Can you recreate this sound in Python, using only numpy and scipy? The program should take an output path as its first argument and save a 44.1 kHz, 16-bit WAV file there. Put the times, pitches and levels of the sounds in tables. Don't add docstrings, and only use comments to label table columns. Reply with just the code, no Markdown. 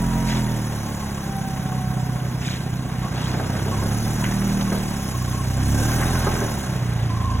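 import sys
import numpy as np
from scipy import signal
from scipy.fft import rfft, irfft, next_fast_len
from scipy.io import wavfile
from scipy.ndimage import uniform_filter1d, map_coordinates

SR = 44100
rng = np.random.default_rng(int(sys.argv[2]) if len(sys.argv) > 2 else 0)


def transcribe(u):
    v = np.clip(np.atleast_2d(u).T, -1, 1)
    q = np.round(v * 32767).astype(np.int16)
    wavfile.write(sys.argv[1], SR, q)


N = 326340
T = np.arange(N) / SR


def amp(db):
    return 10 ** (np.asarray(db) / 20)


def unit(x):
    return x / np.sqrt(np.mean(x ** 2) + 1e-20)


def steady(x):
    window = SR // 7
    power = uniform_filter1d(uniform_filter1d(x ** 2, size=window), size=window)
    return x / np.sqrt(np.abs(power) + 1e-20)


def along(points, hz):
    f, v = np.transpose(points)
    return np.interp(np.log(hz + 1), np.log(f + 1), v)


def curves(rows):
    s, *cols = np.transpose(rows)
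    return [np.interp(T, s, c) for c in cols]


def wobble(rate):
    knots = rng.standard_normal(int(N * rate / SR) + 4)
    return map_coordinates(knots, [T * rate])


def wavering(hz, share, rate):
    return 2 * np.pi * np.cumsum(hz * (1 + share * wobble(rate))) / SR


def filtered(x, response):
    m = next_fast_len(N + SR // 2)
    return irfft(rfft(x, m) * response(np.fft.rfftfreq(m, 1 / SR)), m)[..., :N]


def noise(spectrum):
    return unit(filtered(rng.standard_normal(N), lambda hz: amp(along(spectrum, hz))))


def causal(spectrum, size=8192):
    log_gain = np.log(amp(along(spectrum, np.fft.rfftfreq(size, 1 / SR))))
    cepstrum = irfft(log_gain)
    cepstrum[1:size // 2] *= 2
    cepstrum[size // 2 + 1:] = 0
    return irfft(np.exp(rfft(cepstrum)))


def add(track, s, sound):
    start = max(round(s * SR), 0)
    track[start:start + len(sound)] += sound[:N - start]


def ring(modes, t, detune):
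    total = 0
    for hz, db, t60 in modes:
        gain = amp(db + rng.normal(0, 2) - 60 * t / t60)
        pitch = hz * (1 + detune * rng.normal())
        total = total + gain * np.sin(2 * np.pi * (pitch * t + rng.random()))
    return total


# (time [s], firing rate [firings per second])
ENGINE_SPEED = [(0.0, 43.68), (0.25, 43.09), (0.75, 36.5), (1.3, 33.38), (2.0, 31.77), (3.3, 30.95),
                (3.7, 33.12), (4.05, 37.52), (4.5, 39.37), (4.85, 37.83), (5.15, 30.54), (5.35, 30.66),
                (5.62, 32.63), (6.05, 41.88), (6.3, 43.6), (6.6, 33.01), (6.95, 28.93), (7.4, 27.27)]


def firing_rate():
    return curves(ENGINE_SPEED)[0]


def firings(turns):
    return np.flatnonzero(np.diff(np.floor(turns)) > 0)


# (time [s], exhaust level [dB], throttle [0-1])
DRIVER_FOOT = [(0, -27, 0.69), (.4, -28.5, 0.7), (.9, -34.5, 0.57), (1.4, -31.5, 0.27), (3, -31, 0.2),
               (3.8, -30.5, 0.61), (4.5, -28.5, 0.63), (5.1, -33, 0.53), (5.4, -30, 0.55),
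               (5.72, -27.5, 0.75), (6.35, -32, 0.97), (6.62, -34.5, 0.6), (6.76, -28, 0.29),
               (7.4, -31, 0.81)]
# (level with throttle shut [dB], level with it open [dB])
ORDER_LEVELS = [(-11, 4), (-24.5, 3.5), (-16, 13), (6, 6), (11, -6.5), (-1, -6.5)]
# (frequency [Hz], level [dB])
SILENCER_RESPONSE = [(28, -17), (33, -7), (42, -0.5), (60, 8.5), (70, 7), (78, -5.5), (90, 1.5), (115, 0.5),
                     (135, -7), (165, -10), (205, 4), (280, -3.5)]
# (frequency [Hz], level [dB])
PIPE_RESPONSE = [(25, -40), (55, 0.5), (90, -5), (130, 2.5), (180, 1), (240, -2.5), (310, -11.5),
                 (450, -21), (1200, -70)]
# (level with throttle shut [dB], level with it open [dB])
FLOW_NOISE = (-34, -31)
LOAD_LEAD = (1.7, 3.4)
CYLINDER_PUFFS = [(-.25, .6, -.9, .55), (0, .6, -.95, .35)]
# (time [s], level [dB])
LOPE_LEVEL = [(.25, -30.5), (.55, -39), (1, -36), (1.4, -32), (3.7, -30), (5.1, -33), (6.15, -28),
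              (6.55, -33), (6.75, -30)]
BARK_DB = -12
CRANK_JITTER, ORDER_DRIFT_DB = .008, 1.3
PUFF_SCATTER = .19
DULL_HZ, DULL_FROM_S, DULL_TO_S = 190, 5.8, 6.9


def exhaust(rate, turns):
    level_db, throttle = curves(DRIVER_FOOT)
    by_throttle = lambda shut, wide: shut + (wide - shut) * np.clip(throttle, 0, 1)
    response = causal(PIPE_RESPONSE)
    lag = np.unwrap(np.angle(rfft(response)))
    grid = np.fft.rfftfreq(len(response), 1 / SR)

    order_db = []
    for k, (shut_db, wide_db) in enumerate(ORDER_LEVELS, 1):
        order_db.append(level_db + by_throttle(shut_db, wide_db) + along(SILENCER_RESPONSE, k * rate))
    order_db += [order_db[2] + BARK_DB + 0.58 * along(PIPE_RESPONSE, k * rate) for k in range(7, 11)]

    turns = turns + CRANK_JITTER * wobble(25)
    tone = np.zeros(N)
    for k, db in enumerate(order_db, 1):
        pipe_lag = np.interp(k * rate, grid, lag)
        phase = 2 * np.pi * k * turns + pipe_lag + throttle * LOAD_LEAD[k % 2]
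        tone += amp(db + ORDER_DRIFT_DB * wobble(1.996)) * np.sqrt(2) * np.cos(phase)

    at = firings(turns)
    shut, wide = (np.resize(sizes, len(at)) for sizes in CYLINDER_PUFFS)
    openness = np.clip(2 * throttle[at], 0, 1)
    puffs = np.zeros(N)
    puffs[at] = shut + (wide - shut) * openness + PUFF_SCATTER * rng.standard_normal(len(at))
    puffs += amp(by_throttle(*FLOW_NOISE)) * rng.standard_normal(N)

    bright = signal.fftconvolve(puffs, response)[:N]
    dull = filtered(bright, lambda hz: 1 / (1 + (hz / DULL_HZ) ** 4))
    turned_away = np.interp(T, [DULL_FROM_S, DULL_TO_S], [0, 1])
    lope_db, = curves(LOPE_LEVEL)
    lope = amp(lope_db) * steady(bright + turned_away * (dull - bright))
    return -(tone + lope)


def rattle(gear_db):
    taps = (rng.random(N) < 260 / SR) * rng.standard_normal(N)
    rails = [(1072, 81, 6.0), (1470, 350, -1.0)]  # (pitch [Hz], width before squaring [Hz], level [dB])

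    def resonance(f):
        return sum(amp(db) * (1j * f * w / (c * c - f * f + 1j * f * w)) ** 2 for c, w, db in rails)

    shaking_db = gear_db - 14.0 + 0.29 * (gear_db - gear_db.mean())
    return unit(filtered(taps, resonance)) * amp(shaking_db)


def grit(centre_hz, t60_s, count=3000, scatter_db=3.0):
    start = rng.integers(0, N, (count, 1))
    pitch, size = rng.standard_normal((2, count, 1))
    t = T[:SR // 50]
    gain = amp(scatter_db * np.minimum(size, 2) - 60 * t / t60_s)
    grains = gain * np.sin(2 * np.pi * centre_hz * np.exp(.35 * pitch) * t)
    places = start + np.arange(len(t))
    return unit(np.bincount(places.ravel(), grains.ravel(), N)[:N])


# (time [s], running gear level [dB], hiss level [dB])
ROLLING_NOISE = [(0, -35, -41.5), (2.85, -36.5, -49), (3.35, -31, -45.5), (4, -34.5, -39),
                 (5.55, -34.5, -42), (5.85, -31, -34), (6.6, -32.5, -40), (6.9, -33.5, -48.5),
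                 (7.4, -34.5, -49.5)]
# (frequency [Hz], level [dB])
GEAR_COLOUR = [(120, -19), (310, 6.5), (480, -2), (780, .5), (1200, -5.5), (1550, -6.5), (2100, -9.5),
               (3400, -14), (16000, -35.5)]
# (frequency [Hz], level [dB])
HISS_COLOUR = [(1500, -9), (3000, -0.5), (4100, -4), (4900, -3), (6100, 6), (7500, -3.5), (10700, 1),
               (12500, -3.5), (15500, -6.5)]
BASE_HZ, GEAR_DB_PER_HZ, HISS_DB_PER_HZ = 35.1, 0.2734, 0.03
RASP_DB = 1.6
STONES_DB = -10


def machinery(rate, turns):
    gear_db, hiss_db = curves(ROLLING_NOISE)
    gear_db = gear_db + GEAR_DB_PER_HZ * (rate - BASE_HZ)
    hiss_db = hiss_db + HISS_DB_PER_HZ * (rate - BASE_HZ)
    beat = np.cos(2 * np.pi * (turns - .2))
    gear = unit(noise(GEAR_COLOUR) * amp(RASP_DB * beat + wobble(45))) * amp(gear_db - 1.4)
    hiss = unit(noise(HISS_COLOUR) * amp(1.65 * beat + 0.73 * wobble(70))) * amp(hiss_db + 0.1)
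    crackle = grit(centre_hz=6994, t60_s=0.19) * amp(hiss_db - 3.0 + 0.21 * beat)
    stones = grit(centre_hz=8000, t60_s=.006, count=330, scatter_db=4.5) * amp(hiss_db + STONES_DB)
    return gear + hiss + crackle + stones + rattle(gear_db)


# (time [s], pitch [Hz], level [dB])
GEAR_WHINE = [(0, 965, -40), (.3, 947, -41.5), (.55, 915, -43), (1.05, 830, -50), (1.32, 783, -40.5),
              (1.7, 748, -41.5), (2.2, 722, -43.5), (3, 680, -68)]
# (time [s], pitch [Hz], level [dB])
LOWER_WHINE = [(0, 660, -43.5), (.22, 642, -44), (.8, 500, -70), (1, 500, -120)]


def whine():
    hz, db = curves(GEAR_WHINE)
    low_hz, low_db = curves(LOWER_WHINE)
    phase, low_phase = (wavering(pitch, .0045, 60) for pitch in (hz, low_hz))
    high = amp(db) * (np.sin(phase) + .2 * np.sin(2 * phase))
    low = amp(low_db) * np.sin(low_phase)
    return 1.2 * amp(1.5 * wobble(45)) * (high + low)


# (time [s], nominal length [s], level [dB])
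TYRE_SWISHES = [(0.247, 0.16, -36), (2.395, 0.19, -38), (3.137, 0.18, -41)]
# (frequency [Hz], level [dB])
SPRAY_COLOUR = [(400, -20), (1200, -1), (2000, 3), (4000, 0.5), (6500, 2), (15000, -19)]


def tyres():
    level = np.zeros(N)
    for s, length, db in TYRE_SWISHES:
        level += amp(db) * np.interp((T - s) / length, [0, .25, .7, 1.25], [0, 0.82, 0.72, 0.086])
    spray = amp(1.5 * wobble(60)) * noise(SPRAY_COLOUR)
    splash = level * (spray + 1.1 * grit(centre_hz=3000, t60_s=.012))
    wet_db = np.interp(T, [1.8, 3, 4], [-53, -56, -70])
    sizzle = amp(wet_db) * noise([(5000, -20), (10000, 0), (15500, -3)]) * amp(wobble(70))
    return splash + sizzle


# (time [s], length [s], pitch [Hz], level [dB], every second tap against it [dB])
MAST_BOUTS = [(.72, .46, 1080, -36, -3), (1.6, .62, 1085, -35, -14), (2.7, .28, 1080, -36.5, -4),
              (5.72, .72, 1560, -30.5, -4)]
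TAP_T60_S, TAP_DETUNE, TAP_SCATTER_DB = .075, .028, 1.2


def chatter(turns):
    out, t = np.zeros(N), T[:SR // 4]
    soft_start = 1 - np.exp(-t / .005)
    beats = T[firings(turns)]
    for start, length, hz, db, offbeat_db in MAST_BOUTS:
        for k in np.flatnonzero((beats >= start) & (beats < start + length)):
            tap_db = db + (0 if k % 2 else offbeat_db) + TAP_SCATTER_DB * rng.normal()
            tap = ring([(hz, tap_db + 3, TAP_T60_S)], t, TAP_DETUNE)
            add(out, beats[k], tap * soft_start)
    return out


# (time [s], length [s], pitch [Hz], level [dB])
SHORT_SQUEAKS = [(3.025, .06, 1105, -31), (3.715, .04, 1110, -28.5), (3.78, .03, 1010, -32),
                 (4.22, .025, 1015, -31), (4.67, .03, 1075, -32), (5.135, .03, 1085, -30.5),
                 (5.205, .03, 1090, -34), (5.267, .028, 1080, -34), (5.332, .03, 1075, -33),
                 (5.38, .04, 1082, -30)]
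# (time [s], pitch [Hz], level [dB])
CLOSING_SQUEAL = [(7.07, 1040, -120), (7.1, 1035, -35), (7.3, 1060, -27.5), (7.365, 1045, -31),
                  (7.4, 1045, -50)]
SQUEAK_WAVER, SQUEAL_WAVER = .028, .035


def squeaks(rate):
    short = np.zeros(N)
    for s, length, hz, db in SHORT_SQUEAKS:
        swell = np.sin(np.pi * np.clip((T - s) / length, 0, 1))
        short += amp(db) * swell * np.sin(wavering(hz, SQUEAK_WAVER, 250))
    hz, db = curves(CLOSING_SQUEAL)
    throb_db = 2 * np.cos(2 * np.pi * np.cumsum(rate) / SR) + 2.5 * wobble(140)
    return short + amp(db + throb_db - 1.5) * np.sin(wavering(hz, SQUEAL_WAVER, 200))


# (pitch [Hz], level [dB], time to fade by 60 dB [s])
FORK_MODES = [(406, 0.5, 0.17), (659, 2, 0.17), (871, -3, 0.42), (1263, -1.5, 0.072), (1601, -3, 0.1)]


def fork_ring(t, detune):
    return .13 * ring(FORK_MODES, t, detune)


CRUNCH_OCTAVES, CRUNCH_T60_S = .6, .085


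def crunch(centre_hz, t):
    octaves = np.log2((np.fft.rfftfreq(len(t), 1 / SR) + 1) / centre_hz)
    bell = np.exp(-.5 * (octaves / CRUNCH_OCTAVES) ** 2)
    band = irfft(rfft(rng.standard_normal(len(t))) * bell, len(t))
    return unit(band) * amp(-60 * t / CRUNCH_T60_S)


# (start time [s], end time [s], mean level [dB])
CRACKED_CONCRETE = [(3.25, 4.8, -31.5), (5.75, 6.5, -27.5)]
JOLTS_PER_S, JOLT_SCATTER_DB = 30, 3


def jolts():
    out, t = np.zeros(N), T[:SR // 6]
    soft_start = 1 - np.exp(-t / .001)
    for start, end, db in CRACKED_CONCRETE:
        for s in rng.uniform(start, end, round((end - start) * JOLTS_PER_S)):
            clink = fork_ring(t, detune=.08) + .5 * crunch(800 * 2 ** rng.uniform(-1, 1), t)
            add(out, s, amp(db + JOLT_SCATTER_DB * rng.normal()) * clink * soft_start)
    return out


# (time [s], level [dB], thud level [dB], crunch level [dB], crunch centre [Hz])
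FORK_KNOCKS = [(3.34, -24, -10, -1, 1500), (3.395, -22, -10, -2, 900), (3.664, -26, -1, -6, 700),
               (3.82, -21, -4, -3, 800), (4.239, -27, -12, 11, 1900), (4.609, -32, -8, 10, 3400),
               (4.718, -22, -4, 1, 1200), (6.268, -15, -7, 2, 850), (6.352, -26, -8, 3, 1600),
               (6.416, -20.5, -5, -2, 1100)]


def clanks():
    out, t = np.zeros(N), T[:SR // 4]
    soft_start = 1 - np.exp(-t / 0.00089)
    thud = noise([(100, -4), (280, -4.0), (450, -3.0), (900, -15), (3000, -60)])
    for s, db, thud_db, crunch_db, crunch_hz in FORK_KNOCKS:
        here = slice(round(s * SR), round(s * SR) + len(t))
        knock = fork_ring(t, detune=0.013)
        knock += 0.63 * amp(thud_db) * thud[here] * amp(-60 * t / 0.24)
        knock += .25 * amp(crunch_db) * crunch(crunch_hz, t)
        add(out, s, amp(db + 4.5) * knock * soft_start)
    return out


# (frequency [Hz], time to fade by 60 dB [s])
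YARD_FADE = [(200, 0.64), (2000, 0.26), (10000, 0.25)]


def yard(x):
    hz, t, z = signal.stft(rng.standard_normal((2, SR // 2)), SR, nperseg=256)
    fade = amp(-60 * t / along(YARD_FADE, hz)[:, None])
    tail = signal.istft(z * fade, SR, nperseg=256)[1]
    wet = signal.fftconvolve(x[None], tail / np.linalg.norm(tail[0]), axes=1)[:, :N]
    colour = [(150, -25.0), (300, -11.5), (600, -6.0), (2000, -5.5), (7000, -74)]  # (frequency [Hz], level [dB])
    return filtered(wet, lambda f: amp(along(colour, f)))


def scene():
    rate = firing_rate()
    turns = np.cumsum(rate) / SR - .72
    pipe = exhaust(rate, turns)
    rest = machinery(rate, turns) + whine() + tyres() + chatter(turns) + squeaks(rate) + jolts() + clanks()
    left_right = amp([[-1], [.9]])
    return pipe * left_right + amp(0.88) * rest + yard(pipe + rest)


# (frequency [Hz], lead of left over right [radians])
PORT_LEAD = [(0, 0), (1000, 0), (1350, -.6), (2400, 1.5), (3600, 1.5), (4600, 3.1), (15400, 18.85)]
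TOP_HZ = 15900


def record(dry):
    lead = lambda hz: np.interp(hz, *np.transpose(PORT_LEAD))
    return filtered(dry, lambda hz: np.exp(.5j * np.outer([1, -1], lead(hz))) * (hz < TOP_HZ))


dry = scene()
out = record(dry)
transcribe(out)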